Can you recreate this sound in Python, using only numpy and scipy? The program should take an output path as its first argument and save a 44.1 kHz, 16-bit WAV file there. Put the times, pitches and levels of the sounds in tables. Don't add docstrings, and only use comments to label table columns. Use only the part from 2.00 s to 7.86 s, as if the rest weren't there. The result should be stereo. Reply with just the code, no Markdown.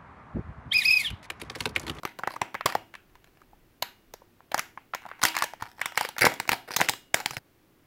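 import sys
import numpy as np
from scipy import signal
from scipy.fft import rfft, irfft
from scipy.io import wavfile

SR = 44100
rng = np.random.default_rng(int(sys.argv[2]) if len(sys.argv) > 2 else 0)


def unload_audio(sound):
    columns = np.transpose(np.atleast_2d(sound))
    steps = np.round(np.clip(columns, -1, 1) * 32767)
    wavfile.write(sys.argv[1], SR, steps.astype(np.int16))


N = 258426

# start in seconds, relative level in dB, low resonance in Hz,
# high over low resonance in dB, sharpness (the crack over the click's level) in dB.
FOIL_BUCKLES = [(.0338, -37, 1060, -11.5, -8), (.052, -24, 820, 3.5, -10.5), (.189, -34.5, 850, 0, -8),
                (.1946, -37.5, 1070, -15, -13), (.2358, -25.5, 1340, 3, -27), (.2742, -21, 1010, -0.5, -18),
                (.307, -36.5, 1050, -6.5, -20), (.3392, -37, 895, -2.5, -14.5),
                (.3639, -33.5, 1180, -12, -16), (.4166, -17, 956, -2, -14.5),
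                (.5441, -30.5, 1120, -2.5, -14), (.5511, -25.5, 950, 6, -20), (.6098, -33, 1310, 19, -19),
                (.6596, -15.5, 1093, -4.5, -4), (.6649, -25.5, 1170, 17, -7.5), (.7021, -39, 990, 13, -12),
                (.7238, -29.5, 1070, 7, -13), (.7517, -18.5, 837, -6.5, -15.5),
                (.9405, -39.5, 1010, 9, -17), (.9528, -38, 1160, 10, -13), (1.1544, -48, 1090, 4, -14),
                (1.2435, -53, 1140, 8, -5), (1.532, -60, 830, -26.5, -31), (1.8246, -20, 996, 1, -3),
                (2.1383, -38, 710, -2.5, -1), (2.2195, -60.5, 910, -30, -25), (2.4056, -48, 1050, -3, -37),
                (2.5181, -29, 850, 0.5, -10.5), (2.5444, -18, 810, 0, -8.5), (2.579, -25, 1120, 1, -6.5),
                (2.5872, -36, 1280, 26, -15), (2.5935, -21.5, 1210, 3.5, -2.5),
                (2.7752, -32.5, 1047, -3, -32), (2.9373, -27.5, 1400, 9, -32.5),
                (2.9483, -26.5, 1060, 4.5, -5.5), (3.0532, -38, 830, -6, -27),
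                (3.0629, -36.5, 980, -9, -18.5), (3.1148, -33, 880, 8.5, -34), (3.2172, -30, 1200, 3.5, -7),
                (3.2306, -20.5, 1260, 8, -5.5), (3.236, -20, 1430, -17, 6.5),
                (3.2521, -15.5, 1210, 17.5, 0.5), (3.3531, -39, 1090, 22.5, 1),
                (3.3666, -22, 1280, 7.5, -6), (3.3876, -36, 1210, 14, 9), (3.4231, -18.5, 1430, 6.5, -6.5),
                (3.441, -29, 890, -3.5, 2.5), (3.5358, -35, 840, -2.5, -13.5),
                (3.6238, -31, 1480, -10.5, -7.5), (3.7943, -38, 700, 4.5, -19),
                (3.8157, -21.5, 1180, 12.5, -10.5), (3.8581, -23, 1150, 5.5, -3),
                (3.922, -37, 965, 3.5, -15), (3.9757, -14, 880, 9.5, -7.5), (4.0104, -20, 855, -3.5, -8),
                (4.0502, -24.5, 835, 6, -8), (4.0892, -35, 855, -3, 2), (4.1654, -36.5, 894, 5.5, -15.5),
                (4.1829, -28, 1450, -3, -1.5), (4.1918, -33.5, 1180, 17.5, 1.5),
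                (4.2105, -30.5, 1276, 20.5, 6.5), (4.2427, -15.5, 590, 0, -25),
                (4.2525, -16, 970, 1.5, 0.5), (4.2661, -15, 874, -8, -14), (4.3004, -35, 836, -4.5, -9.5),
                (4.3198, -33.5, 665, 1, -9.5), (4.3396, -43, 910, -5, 6.5), (4.4004, -24, 875, 3, -3.5),
                (4.4775, -38, 640, -0.5, -1.5), (4.492, -16.5, 866, 5, -3.5), (4.518, -23, 910, 4.5, 0.5),
                (4.5322, -26, 920, -0.5, -17), (4.7639, -26, 1130, 5, 5.5), (4.7671, -26.5, 890, -0.5, 9.5),
                (4.8027, -21, 865, -1.5, -31), (4.8091, -26, 1005, -4.5, 3.5), (4.8146, -15, 724, 4.5, -9),
                (4.8879, -22.5, 950, 12, -1), (4.8951, -27, 820, -7.5, 10.5),
                (4.9362, -36, 1006, 1.5, -4.5), (5.1437, -16.5, 696, 5.5, 0), (5.202, -36, 820, -4, -1),
                (5.26, -23, 836, 5, 0.5), (5.3086, -34, 1255, 0.5, 0), (5.3683, -28, 950, 5, -6.5)]
# start in seconds, length in seconds, relative level in dB,
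# relative treble level in dB.
PEEL_STROKES = [(0.055, 0.029, -46, -11), (0.078, 0.049, -58, -8), (0.293, 0.083, -58.5, 3),
                (0.661, 0.046, -38.5, -10), (1.05, 0.43, -71, -10), (3.003, .22, -56, -18),
                (3.219, 0.072, -38.5, 7), (3.34, .11, -34, -12), (3.59, 0.089, -49, -10.5),
                (3.667, 0.16, -59, -1), (3.947, 0.13, -48, 2.5), (4.207, .068, -22.5, -5.5),
                (4.283, 0.18, -53, -11), (4.507, 0.04, -29, -7), (4.674, 0.041, -47.5, -5.5),
                (4.704, 0.047, -40, 0), (4.761, .11, -41, -0.5), (5.152, 0.068, -40.5, -6.5),
                (5.28, 0.12, -55, 5)]
# start in seconds, pitch in Hz,
# level in dB, 60 dB decay time in seconds.
CUP_THUDS = [(.053, 394, -24.5, 0.026), (0.273, 383, -27.5, 0.019), (.416, 390, -30, 0.044),
             (0.657, 404, -16.5, 0.015), (0.658, 118, -49.5, 0.17), (0.754, 107, -41, 0.18),
             (2.544, 313, -31.5, 0.029), (3.238, 323, -39, 0.53), (3.622, 108, -34.5, 0.071),
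             (4.214, 125.5, -32, 0.24), (4.25, 367, -31.5, 0.16), (4.517, 250, -24.5, .04),
             (4.81, 160, -49, 0.11), (5.309, 130.2, -37.5, 0.091), (5.371, 124.5, -34, .086)]
# time in seconds, lead of the left side in ms, left minus right level in dB.
FOIL_PLACE = [(0, 0.21, 7), (2.5, .2, 5), (3.3, 0.18, 3.5), (4, .17, 4.5), (4.2, 0.15, 6), (4.35, 0.075, 0),
              (4.85, .04, 2.5), (5.15, 0.017, -3), (5.4, -0.067, -0.5)]
# frequency in Hz, relative level in dB.
ROOM_COLOUR = [(80, -5.5), (200, 2), (330, 7), (500, -2.5), (750, 9.5), (1150, -2), (1600, -3), (2400, -5),
               (3200, 1), (4300, -2.5), (8000, -5.5), (15000, -2.5)]
# frequency in Hz,
# level against the room's tail in dB, 60 dB decay time in seconds.
ROOM_RINGS = [(123, -25, 0.18), (330.7, -26, 0.51), (509.3, -13.5, 0.078), (955, -12.5, 0.3),
              (2260, -26, 0.32), (2865, -22, 0.59)]
# frequency in Hz, relative level in dB per Hz.
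AIR_COLOUR = [(25, -5.5), (60, -7), (110, -4), (180, -7.5), (260, -6.5), (335, -4), (450, -11.5),
              (700, -16), (2200, -21), (4000, -27), (8500, -33.5), (15000, -27)]
GRIP_SHIFTS = [1.15, 1.61, 2.12]

AIR_DB = -60.5
GRIP_DB, GRIP_S = -62, 0.14
ROOM_DB, ROOM_T60_S, ROOM_TREBLE_T60_S = -13, 0.32, 0.3
ROOM_SPLIT_HZ = 3000

LOOSE_S = 4.2
TAUT_PITCH = 1.56
PEEL_NEAR_DB, PEEL_FINGERS_DB = -2.5, 0.5
FIZZ_DB = -1

BONDS_PER_BUCKLE, SMALL_DB, SMALL_GROWTH = 45, -16, 0.5
SMALL_HZ, SMALL_SHARP_DB, SMALL_SCATTER_DB, SMALL_SCATTER_OCTAVES = 990, -13.5, 3, 0.21

CLICK_S, CLICK_NEAR_DB = .005, -2
HIGH_HZ, HIGH_OCTAVES_PER_DB = 2210, .016
TICK_DB, TICK_BEAM_DB, TICK_HZ = -5, 6, 7360
PRESS_PUSH_DB, PICK_PUSH_DB, LOOSE_PUSH_DB = -12, -16, -8
PICK_S = .72
FORERUN_DB, FORERUN_S = -15, 0.0013
EARLY_DB, EARLY_T60_S = -8, 0.021

STOP_S, STOP_FADE_S = 5.393, 0.0085
CEILING, TOP_HZ = 1.1, 15700


def undb(db):
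    return 10 ** (np.asarray(db) / 20)


def fade(t, t60):
    return np.exp(-np.log(1000) * t / t60)


def band(x, lo_hz, hi_hz, order=2):
    edges = [lo_hz, min(hi_hz, SR / 2 - 1)]
    return signal.sosfilt(signal.butter(order, edges, "bandpass", fs=SR, output="sos"), x)


def unit(x):
    return x / np.sqrt(np.sum(x ** 2, axis=-1, keepdims=True))


def colour(x, points):
    hz, db = np.transpose(points)
    f = np.maximum(np.fft.rfftfreq(x.shape[-1], 1 / SR), 1)
    gain = undb(np.interp(np.log(f), np.log(hz), db))
    return irfft(rfft(x) * gain, x.shape[-1])


def diffuse(n, alike_hz=800):
    mid, side = rng.standard_normal((2, n))
    apart = colour(side, [(alike_hz / 10, -24), (alike_hz, -4), (2 * alike_hz, 0)])
    return np.array([mid + apart, mid - apart])


def lean(db):
    return undb(db * np.array([[1], [-1]]) / 2)


def place(s):
    times, lead_ms, pan_db = np.transpose(FOIL_PLACE)
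    lead = np.interp(s, times, lead_ms) / 1000
    return lead, lean(np.interp(s, times, pan_db))


def add(out, s, x):
    lead, _ = place(s)
    sides = np.broadcast_to(x, (2, x.shape[-1]))
    for side, one, start in zip(out, sides, (s, s + lead)):
        i = int(start * SR)
        side[i:i + len(one)] += one[:N - i]


def quiet():
    air = unit(colour(diffuse(N, alike_hz=298), AIR_COLOUR)) * undb(AIR_DB)
    t = np.arange(N) / SR
    swells = sum(np.exp(-((t - s) / GRIP_S) ** 2) for s in GRIP_SHIFTS)
    rumble = unit(band(rng.standard_normal(N), 20, 41)) * undb(GRIP_DB) * swells
    return (air + rumble) * np.sqrt(N)


def room():
    t = np.arange(SR // 2) / SR
    bass = band(diffuse(len(t)), 68, ROOM_SPLIT_HZ) * fade(t, ROOM_T60_S)
    treble = band(diffuse(len(t)), ROOM_SPLIT_HZ, 20000) * fade(t, ROOM_TREBLE_T60_S)
    build_up = 1 - fade(t, 0.0077)
    tail = unit(colour(bass + treble, ROOM_COLOUR) * build_up)
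    for hz, db, t60 in ROOM_RINGS:
        tail = tail + undb(db) * unit(np.sin(2 * np.pi * hz * t) * fade(t, t60))
    dying = np.clip((t[-1] - t) / .1, 0, 1)
    return undb(ROOM_DB) * tail * dying


def thuds():
    out, t = np.zeros((2, N)), np.arange(SR // 2) / SR
    for s, hz, db, t60 in CUP_THUDS:
        add(out, s, undb(db) * np.sin(2 * np.pi * hz * t) * fade(t, t60))
    return out


def bond_rate(db):
    return np.interp(db, [-66, -57, -22], [60, 500, 1300])


def crackle(n, per_s, spread_db):
    fired = rng.random(n) < per_s / SR
    sizes = undb(spread_db * np.minimum(rng.exponential(size=n), np.pi))
    return fired * sizes * rng.choice([-1, 1], n)


def peeling():
    out, t = np.zeros((2, N)), np.arange(int(SR * .01)) / SR
    for s, length, db, treble_db in PEEL_STROKES:
        n = int(length * SR)
        breaks = crackle(SR, bond_rate(db), spread_db=7.0)[:n] * signal.windows.tukey(n, .3)
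        breaks = np.pad(breaks, (0, len(t)))
        stiff = TAUT_PITCH if s < LOOSE_S else 1
        body = unit(band(breaks, 470 * stiff, 950 * stiff) + undb(0.5) * band(breaks, 1200, 2300))
        spray = signal.fftconvolve(breaks ** 2, fade(t, .003))[:len(breaks)]
        hiss = np.sqrt(np.abs(spray)) * rng.standard_normal((2, len(breaks)))
        fizz = unit(band(hiss, 4000, 5330) + undb(-10.0) * band(hiss, 7600, 13000))
        _, sides = place(s)
        stroke = (body + undb(treble_db + FIZZ_DB) * fizz) * np.sqrt(n) * undb(db) * sides
        fingers = unit(diffuse(len(t)) * fade(t, 0.012))
        reflected = signal.fftconvolve(stroke, fingers, axes=1)[:, :len(breaks)]
        add(out, s, undb(PEEL_NEAR_DB) * stroke + undb(PEEL_FINGERS_DB) * reflected)
    return out


def small_buckles():
    rows = []
    for start, length, db, _ in PEEL_STROKES:
        count = int(round(length * bond_rate(db) / BONDS_PER_BUCKLE))
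        for k in range(count):
            strength, size, tilt = rng.standard_normal(3)
            s = start + length * (k + rng.random()) / count
            level_db = SMALL_DB + SMALL_GROWTH * db + SMALL_SCATTER_DB * strength
            low_hz = SMALL_HZ * 2 ** (SMALL_SCATTER_OCTAVES * size)
            rows.append((s, level_db, low_hz, SMALL_SCATTER_DB * tilt, SMALL_SHARP_DB))
    return rows


def panel(t, hz, t60, split=0.3, side_db=-7, skirt=2.23):
    detune = 1 + split * np.array([0, -1, 1]) * (.5 + rng.random(3))
    size = np.array([1, *(undb(side_db) * rng.standard_normal(2))])
    modes = np.sin(2 * np.pi * hz * detune[:, None] * t) * fade(t, t60)
    return unit(band(size @ modes, hz / skirt, hz * skirt))


def snap(t, lo_hz, hi_hz, t60, edge=2.08):
    x = rng.standard_normal((2, len(t))) * fade(t, t60)
    x[:, 0] += edge
    return unit(band(x, lo_hz, hi_hz, order=3))


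def air_push(t, s):
    push_db = PRESS_PUSH_DB if s < PICK_S else PICK_PUSH_DB if s < LOOSE_S else LOOSE_PUSH_DB
    return undb(push_db) * unit(band(fade(t, 0.00033), lo_hz=106.9, hi_hz=616, order=3))


def buckles(rows):
    near, spread = np.zeros((2, N)), np.zeros((2, N))
    t = np.arange(int(SR * .03)) / SR
    for s, db, low_hz, tilt_db, sharp_db in rows:
        low, high = undb(-tilt_db / 2), undb(tilt_db / 2)
        high_hz = HIGH_HZ * 2 ** (HIGH_OCTAVES_PER_DB * sharp_db)
        rings = low * panel(t, low_hz, t60=0.015) + high * panel(t, high_hz, t60=0.0032)
        crack = undb(sharp_db) * snap(t, lo_hz=3270, hi_hz=TICK_HZ, t60=0.0049)
        tick = snap(t, lo_hz=TICK_HZ, hi_hz=16000, t60=0.0045)
        tick = undb(sharp_db + TICK_DB) * lean(TICK_BEAM_DB) * tick
        push = low * air_push(t, s)
        size = rng.choice([-1, 1]) * np.sqrt(CLICK_S * SR) * undb(db)
        _, sides = place(s)
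        click = size * (rings + crack + tick + push) * sides * undb(CLICK_NEAR_DB)
        fingers = unit(diffuse(len(t)) * fade(t, EARLY_T60_S) * (t > .001))
        add(near, s, click)
        add(near, s, undb(EARLY_DB) * signal.fftconvolve(click, fingers, axes=1))
        for step in (1, 2):
            early = FORERUN_S * (step + rng.random() - .5)
            add(near, s - early, undb(step * FORERUN_DB) * click)
        broad_low = low * undb(-8.0) * snap(t, lo_hz=463, hi_hz=1360, t60=0.0028)
        broad_high = high * undb(-1.0) * snap(t, lo_hz=1340, hi_hz=2620, t60=0.0029)
        add(spread, s, size * (broad_low + broad_high + crack + tick + push))
    return near, spread


def scene():
    air, walls, peel = quiet(), room(), peeling()
    clicks, spread = buckles(FOIL_BUCKLES + small_buckles())
    answer = signal.fftconvolve(spread + peel, walls, axes=1)[:, :N]
    lasting = np.clip((STOP_S - np.arange(N) / SR) / STOP_FADE_S, 0, 1)
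    return (clicks + peel + thuds() + answer) * lasting + air


def record(dry):
    rounded = CEILING * np.tanh(dry / CEILING)
    return signal.sosfilt(signal.ellip(8, .2, 70, TOP_HZ, fs=SR, output="sos"), rounded)


dry = scene()
out = record(dry)
unload_audio(out)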